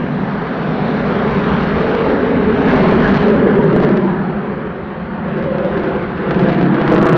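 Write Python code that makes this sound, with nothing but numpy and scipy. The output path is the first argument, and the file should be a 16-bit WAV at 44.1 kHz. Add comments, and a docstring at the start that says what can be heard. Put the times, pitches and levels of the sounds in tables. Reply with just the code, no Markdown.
"""An airfield, one microphone on the ground; high overhead a fighter jet climbs away on afterburner.
Its exhaust plume rumbles, roars and hisses, swelling in the moving air, and an echo off the ground
colours the roar with slowly sinking peaks. Shock fronts from the plume crackle, more and more as the
nozzle turns to the microphone, and the tallest overload the recorder."""
import sys
import numpy as np
from scipy import signal
from scipy.fft import rfft, irfft, next_fast_len
from scipy.io import wavfile
from scipy.ndimage import uniform_filter1d, minimum_filter1d, map_coordinates

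SR = 44100
rng = np.random.default_rng(int(sys.argv[2]) if len(sys.argv) > 2 else 0)


def put_to_file(sound):
    """Save the sound as 16-bit audio at rate SR, in the file named by the first command-line argument."""
    columns = np.atleast_2d(sound).T  # one column per channel
    safe = np.clip(columns, -1, 1)
    whole_steps = np.round(safe * 32767)
    wavfile.write(sys.argv[1], SR, whole_steps.astype(np.int16))


N = 316197
TIME = np.arange(N) / SR

# spectra of the plume's four bands and of one shock front: frequency_hz, density_db
RUMBLE_SPECTRUM = [(10, -27.5), (25, -11.5), (48, -7.5), (66, 0), (82, -1.5), (105, -7.5), (150, -28.5)]
ROAR_SPECTRUM = [(90, -35.5), (118, -9.5), (145, 2), (200, 0.5), (260, 1), (310, -10), (420, -28.5)]
RASP_SPECTRUM = [(280, -22), (450, -2.5), (560, -1), (660, -1.5), (900, -2.5), (1250, -4.5), (1650, -6),
                 (2000, -11.5), (2500, -19.5), (3300, -28.5), (5000, -58)]
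HISS_SPECTRUM = [(1400, -23), (2200, -3.5), (2900, -1.5), (3500, -6), (4300, -9), (5000, -20),
                 (5900, -24.5), (6700, -42), (8000, -53.5), (15000, -69)]
FRONT_SPECTRUM = [(30, -16), (150, -2.5), (400, -6.5), (800, -3.5), (1600, -3), (2400, -12), (4300, -21),
                  (5200, -28.5), (6300, -35.5), (8000, -52), (11000, -76)]
# rise and fall of the plume's bands, each before its trim: time_s, level_db
RUMBLE_CURVE = [(0.0, -34), (0.54, -37.5), (1.65, -24.5), (1.98, -30), (2.79, -24), (3.3, -26.5),
                (3.7, -34.5), (4.41, -35.5), (6.43, -32), (6.61, -41), (7.17, -49)]
ROAR_CURVE = [(0.0, -19), (0.22, -17), (0.5, -22.5), (0.72, -17), (1.52, -16.5), (2.04, -20.5),
              (2.54, -13.5), (2.62, -20.5), (2.659, -11.5), (3.95, -12.5), (4.83, -27.5), (5.329, -19.5),
              (6.21, -23), (6.47, -10), (6.53, -16), (6.67, -9), (6.81, -18.5), (7.03, -10.5),
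              (7.07, -18.5), (7.17, -8)]
HOWL_CURVE = [(0.0, -21.5), (0.08, -29), (1.06, -22.5), (1.16, -18), (1.64, -22.5), (1.96, -17),
              (2.62, -18.5), (2.76, -16.5), (2.95, -13.5), (3.18, -21.5), (3.25, -12.5), (3.89, -13.5),
              (4.05, -18.5), (4.25, -26), (4.55, -25), (5.11, -33.5), (5.41, -22), (5.53, -25), (5.85, -18),
              (6.0, -21), (6.11, -28), (6.2, -23.5), (6.29, -18), (6.53, -19), (6.8, -17.5), (7.11, -16),
              (7.17, -17)]
HISS_CURVE = [(0.03, -43), (0.74, -38.5), (0.86, -36.5), (1.06, -37), (1.5, -34.5), (2.02, -34),
              (2.39, -37.5), (2.58, -35), (2.72, -31.5), (3.21, -34), (3.26, -36.5), (3.67, -40.5),
              (3.85, -39), (4.25, -45), (4.84, -48), (5.23, -46), (5.39, -43), (5.511, -44), (5.77, -39.5),
              (6.13, -42.5), (6.3, -39.5), (6.49, -36), (6.69, -40), (6.76, -36.5), (7.17, -36)]
# where the large eddies peak, the howl about an octave above the roar: time_s, roar_hz, howl_hz
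EDDY_PEAKS = [(0.0, 180, 405.6), (0.6, 195.2, 432), (1.06, 210.1, 416), (1.7, 202.1, 415),
              (1.98, 221.9, 442.1), (2.45, 227.7, 423), (2.9, 204.5, 384), (3.3, 215, 415.1),
              (3.65, 205, 402), (3.9, 205.1, 382.7), (4.08, 200, 350), (4.5, 200.5, 411),
              (5.31, 199.8, 398.6), (5.85, 206.1, 399.3), (6.3, 195, 383.4), (6.55, 192, 325.3),
              (6.85, 205, 351.7), (7.17, 190, 353)]
# narrow bands of the roar that briefly swell and fade: peak_s, spread_s, centre_hz, width_hz, level_db
ROAR_SWELLS = [(0.87, 0.36, 710, 200, -29.5), (1.65, 0.21, 169.9, 50, -21.5), (2.15, 0.22, 530, 90, -26),
               (1.85, 0.033, 442, 45, -17.5), (2.348, 0.29, 280, 45, -21), (2.422, 0.12, 425, 45, -19.5),
               (3.06, 0.025, 1630, 345, -18.5), (3.4, 0.083, 560, 70, -18.5), (3.9, 0.11, 615, 47, -26.5),
               (3.6, 0.061, 950, 70, -25), (4.08, 0.069, 950, 160, -26.5), (4.25, 0.14, 1300, 230, -36.5),
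               (5.6, 0.16, 535, 101.4, -20.5), (6.4, 0.029, 385, 91, -16), (6.47, 0.045, 530, 90, -20.5),
               (6.55, 0.13, 690, 90, -26.5), (7.048, 0.13, 1230, 450, -22), (7.057, 0.12, 640, 54, -22),
               (7.05, 0.12, 350, 51, -19.5), (4.3, 0.13, 760, 160, -32)]
# bouts of crackle: peak_s, spread_s, above_hiss_curve_db
CRACKLE_BOUTS = [(1.501, 0.43, 1.5), (2.74, 0.085, 5), (3.08, 0.18, 8), (3.6, 0.083, 1.5), (3.86, 0.08, 8),
                 (5.389, 0.075, 3), (5.848, 0.19, 0), (6.471, 0.2, 6.5), (7.03, 0.15, 9)]
# the strongest shocks, and at 6.9264 s and 6.949 s the overloading ground echoes of the two just before them,
# all before the air dulls them, 0 dB at full scale: time_s, front_db, whole_crest_db
STRONG_SHOCKS = [(1.9504, -7.0, -7.0), (2.6859, -7.5, -4.5), (2.7379, -16, 1.1), (2.801, -15, 0.1),
                 (2.9123, -8, -5.5), (2.9251, -19.5, 0.2), (3.0037, -9.5, -4.5), (3.0458, -7.0, -5.5),
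                 (3.078, -6.5, -4.5), (3.1437, -6.5, -2.5), (3.1494, -8.5, -6.0), (3.196, -14.5, -9.5),
                 (3.2082, -10.5, -8.0), (3.229, -9, -5), (3.2834, -8.5, -1.5), (3.3021, -10, -1.5),
                 (3.471, -19, 0.1), (3.5922, -24.0, 0.2), (3.6436, -19, 0.4), (3.73, -12.5, -7.0),
                 (3.7639, -9, 0.4), (3.8029, -11, -2.5), (3.8276, -15, -4.0), (3.8344, -11.5, -9.5),
                 (3.8488, -7.5, -1.5), (3.8911, -11, -2.5), (3.9705, -12, -8), (3.9751, -9, -5.0),
                 (5.2839, -20.0, -12.0), (5.3936, -18.5, -9.5), (5.4266, -15.5, -15.5),
                 (5.4403, -17.0, -15.5), (5.5842, -12, -8.5), (5.6483, -13.5, -4.5), (5.778, -12.0, -6.0),
                 (5.7968, -14.0, -7.5), (5.8362, -14.0, -8.5), (5.9642, -16.5, -6.0), (6.028, -16.0, -16.0),
                 (6.3094, -4.5, -3.5), (6.3135, -9.5, -2.5), (6.346, -10.0, -10.0), (6.3936, -10.0, -10.0),
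                 (6.449, -17.0, -4.5), (6.488, -9.0, -2.5), (6.5031, -13.5, -5.0), (6.5186, -14.0, -7.0),
                 (6.582, -14.0, -9.0), (6.6134, -7.5, -1.5), (6.6287, -9.0, -3.0), (6.7455, -9, -4.5),
                 (6.816, -6.5, -2.5), (6.8788, -2.5, -2.5), (6.885, -10, -4), (6.9002, -8.5, -4.0),
                 (6.9204, -13.5, 1.5), (6.9264, -9.0, 1.5), (6.9425, -11.5, 1.2), (6.949, -9.5, 1.1),
                 (6.9626, -3.0, -1.5), (6.9802, -8.0, -1.5), (6.9864, -17.5, 0.6), (7.0156, -6.0, -1.5),
                 (7.028, -5.5, 1.8), (7.0567, -8.0, 1.8), (7.0668, -4.5, 1.4), (7.0941, -4.0, 1.5),
                 (7.131, -5.0, 1.5), (7.1549, -11.5, -1.5), (7.161, -8.5, -3)]
# a very faint, steady high hiss: frequency_hz, density_db
FAINT_HISS = [(1000, 0), (7500, 0), (11000, -5), (16000, -9.5)]


def amp(db):
    """Decibels to gain."""
    return 10 ** (np.asarray(db) / 20)


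def unit(x):
    """x at rms 1."""
    return x / np.sqrt(np.mean(x ** 2) + 1e-20)


def gain(spectrum, hz):
    """Gain of a spectrum's points joined on a log axis."""
    points_hz, db = np.transpose(spectrum)
    return amp(np.interp(np.log(hz + 1), np.log(points_hz + 1), db, right=-120))


def curves(rows):
    """One value per sample for each column after the time."""
    time_s, *columns = np.transpose(rows)
    return [np.interp(TIME, time_s, column) for column in columns]


def climbing(start, end):
    """One value per sample, moving evenly over the climb."""
    return np.linspace(start, end, N)


def flare(peak_s, spread_s):
    """A bell-shaped rise and fall."""
    return np.exp(-((TIME - peak_s) / spread_s) ** 2 / 2)


def wobble(rate):
    """A smooth random curve, rate knots a second."""
    return map_coordinates(rng.standard_normal(int(N * rate / SR) + 4), [TIME * rate])


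def filtered(x, response):
    """x times a response of frequency."""
    size = next_fast_len(N + SR // 4)
    return irfft(rfft(x, size) * response(np.fft.rfftfreq(size, 1 / SR)), size)[:N]


def lowpass(x, edge_hz, order=4):
    """x rolled off smoothly, halved at edge_hz."""
    return filtered(x, lambda hz: 1 / (1 + (hz / edge_hz) ** order))


def steady(x, seconds=0.11):
    """x held near rms 1 over every short stretch."""
    power = uniform_filter1d(x ** 2, size=int(seconds * SR))
    power = uniform_filter1d(power, size=int(seconds * SR / 2))
    return x / np.sqrt(np.abs(power) + 1e-12)


def noise_band(centre_hz, width_hz):
    """A band of noise of rms 1 around a centre that may move."""
    a, b = (lowpass(rng.standard_normal(N), width_hz / 2) for _ in range(2))
    phase = 2 * np.pi * np.cumsum(centre_hz * np.ones(N)) / SR
    return unit(a * np.cos(phase) + b * np.sin(phase))


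def distant(x, edge_hz):
    """The farther the jet from the microphone, the more treble the air absorbs; it starts a bit bright."""
    treble = x - lowpass(x, edge_hz, order=6)
    return x - climbing(-0.11, 0.55) * treble


def worn(x, ceiling_db=-3, size=96):
    """The long way down wears the tallest crests smoothly to a ceiling."""
    needed = 1 / np.maximum(np.abs(x) / amp(ceiling_db), 1)
    held = minimum_filter1d(needed, size=2 * size)
    return x * uniform_filter1d(uniform_filter1d(held, size=size), size=size)


def ground_echo(x, blur_hz, shortest_at_s=2.41):
    """The bounce to the microphone, stronger as the jet climbs; rough ground scatters the treble away."""
    delay_ms = 4.598 + 0.33 * np.abs(TIME - shortest_at_s)
    delayed = map_coordinates(lowpass(x, blur_hz), [(TIME - delay_ms / 1000) * SR], order=1)
    return climbing(0.069, 0.52) * delayed


def grounded(x, blur_hz=845):
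    """Direct sound plus its ground echo, at rms 1."""
    return unit(x + ground_echo(x, blur_hz))


def eddies(spectrum, patchy_db):
    """Turbulent noise of rms 1; the air on the way lifts and sinks patches of its spectrum."""
    cells = signal.stft(rng.standard_normal(N), nperseg=1024)[2]
    patches = uniform_filter1d(rng.standard_normal(cells.shape), size=8, axis=0)
    patches = uniform_filter1d(patches, size=10, axis=1)
    patchy = signal.istft(cells * amp(patchy_db * unit(patches)), nperseg=1024)[1][:N]
    return unit(filtered(patchy, lambda hz: gain(spectrum, hz)))


def swells():
    """Narrow bands of the roar briefly swell and fade."""
    return sum(amp(db) * flare(peak_s, spread_s) * noise_band(centre_hz, width_hz)
               for peak_s, spread_s, centre_hz, width_hz, db in ROAR_SWELLS)


def plume(rumble_trim_db=-2, roar_trim_db=-0.6, howl_trim_db=-0.1, hiss_trim_db=-2.5):
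    """Mixing noise: large eddies rumble, roar and howl, small ones near the nozzle rasp and hiss."""
    rumble_db, roar_db, howl_db, hiss_db = (
        curves(rows)[0] for rows in (RUMBLE_CURVE, ROAR_CURVE, HOWL_CURVE, HISS_CURVE))
    howl_swing_db, hiss_swing_db = howl_db - howl_db.mean(), hiss_db - hiss_db.mean()
    roar_hz, howl_hz = curves(EDDY_PEAKS)
    puffs = wobble(70)  # the small eddies come in puffs
    rumble = amp(rumble_db + rumble_trim_db) * steady(eddies(RUMBLE_SPECTRUM, patchy_db=3), seconds=0.17)
    # roar and howl are each a broad band with a narrow core
    roar = grounded(eddies(ROAR_SPECTRUM, patchy_db=0)) + 0.67 * noise_band(roar_hz, width_hz=50.4)
    roar = amp(roar_db + roar_trim_db) * steady(roar)
    core_gain = 0.69 * amp(0.3 * howl_swing_db)  # the core stands out as the howl grows
    howl = grounded(noise_band(howl_hz, width_hz=287)) + core_gain * noise_band(howl_hz, width_hz=60)
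    howl = amp(howl_db + howl_trim_db) * steady(howl)
    rasp_db = -23.5 + 0.14 * howl_swing_db + 0.59 * hiss_swing_db + 0.37 * puffs
    rasp = amp(rasp_db) * grounded(eddies(RASP_SPECTRUM, patchy_db=1.5))
    hiss = distant(eddies(HISS_SPECTRUM, patchy_db=1.7), edge_hz=3800)
    hiss *= amp(hiss_db + hiss_trim_db + 0.74 * puffs)
    return rumble + roar + howl + rasp + hiss


def shock_shape(size=2048):
    """One shock of peak 1: a sudden rise of pressure, rounded by the air, and a slower fall."""
    cepstrum = irfft(np.log(gain(FRONT_SPECTRUM, np.fft.rfftfreq(size, 1 / SR))))
    cepstrum[1:size // 2] *= 2  # minimum phase puts the energy at the front
    cepstrum[size // 2:] = 0
    shape = irfft(np.exp(rfft(cepstrum)))
    return shape / shape.max()


def crackle(spread_db=7, clump_db=6, lull_db=-12):
    """Weak shocks of uneven size arrive at random, in clumps and bouts, sparser as the jet climbs."""
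    hiss_db, = curves(HISS_CURVE)
    bouts = [amp(db) * flare(peak_s, spread_s) for peak_s, spread_s, db in CRACKLE_BOUTS]
    strength = np.maximum(np.max(bouts, axis=0), amp(lull_db))
    shocks_per_s = climbing(2400, 180)
    arrives = rng.random(N) < shocks_per_s / SR
    size_db = np.minimum(spread_db * rng.standard_normal(N), 8)
    size_db += clump_db * np.minimum(wobble(55), 1)
    train = signal.fftconvolve(arrives * amp(size_db) / np.sqrt(shocks_per_s), shock_shape())[:N]
    return amp(hiss_db) * strength * grounded(train, blur_hz=6000)


def cracks(gap_s=0.0011, hump_hz=380, count=3):
    """Strong shocks on humps of pressure, and the weaker fronts that the air splits off behind them."""
    fronts, splinters, humps = np.zeros((3, N + SR))
    shape = shock_shape()
    loss_db = climbing(3.5, 11)  # from one splinter to the next
    gaps_s = gap_s * rng.uniform(0.5, 1.5, (len(STRONG_SHOCKS), count))
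    for (time_s, front_db, crest_db), spacing_s in zip(STRONG_SHOCKS, gaps_s):
        crest = round(time_s * SR)
        start = crest - shape.argmax()
        fronts[start] = amp(front_db)
        humps[crest] = max(amp(crest_db) - amp(front_db), 0)
        behind = start + (np.cumsum(spacing_s) * SR).astype(int)
        splinters[behind] += amp(front_db - loss_db[crest] * np.arange(1, count + 1))
    u = (np.pi * hump_hz * np.arange(-256, 257) / SR) ** 2
    hump_shape = (1 - 2 * u) * np.exp(-u)  # a crest between two troughs
    strong = signal.fftconvolve(fronts, shape)[:N] + signal.fftconvolve(humps, hump_shape, "same")[:N]
    return strong, signal.fftconvolve(splinters, shape)[:N]


def scene(shock_half_width_s=0.0007):
    """The jet from far below: for an instant each strong shock is all that arrives, then its echo."""
    to_shock_s = np.min([np.abs(TIME - time_s) for time_s, *_ in STRONG_SHOCKS], axis=0)
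    between_shocks = 1 - np.exp(-(to_shock_s / shock_half_width_s) ** 2)
    strong, splinters, weak = (distant(fronts, edge_hz=5000) for fronts in (*cracks(), crackle()))
    shock_echo = ground_echo(strong + splinters, blur_hz=6500)
    roar = worn(plume() + swells() + weak + splinters + shock_echo)
    return (between_shocks * roar + strong)[None]


def record(dry, hiss_db=-90, soft_top_hz=15500, limit_hz=15950):
    """A very faint, steady high hiss lies beneath; the recorder clips, softens and limits the top."""
    hiss = amp(hiss_db) * unit(filtered(rng.standard_normal(N), lambda hz: gain(FAINT_HISS, hz)))
    clipped = np.clip(dry[0] + hiss, -1, 1)
    softened = lowpass(clipped, soft_top_hz, order=6)
    return filtered(softened, lambda hz: np.clip((limit_hz - hz) / 500, 0, 1))[None]


dry = scene()
out = record(dry)
put_to_file(out)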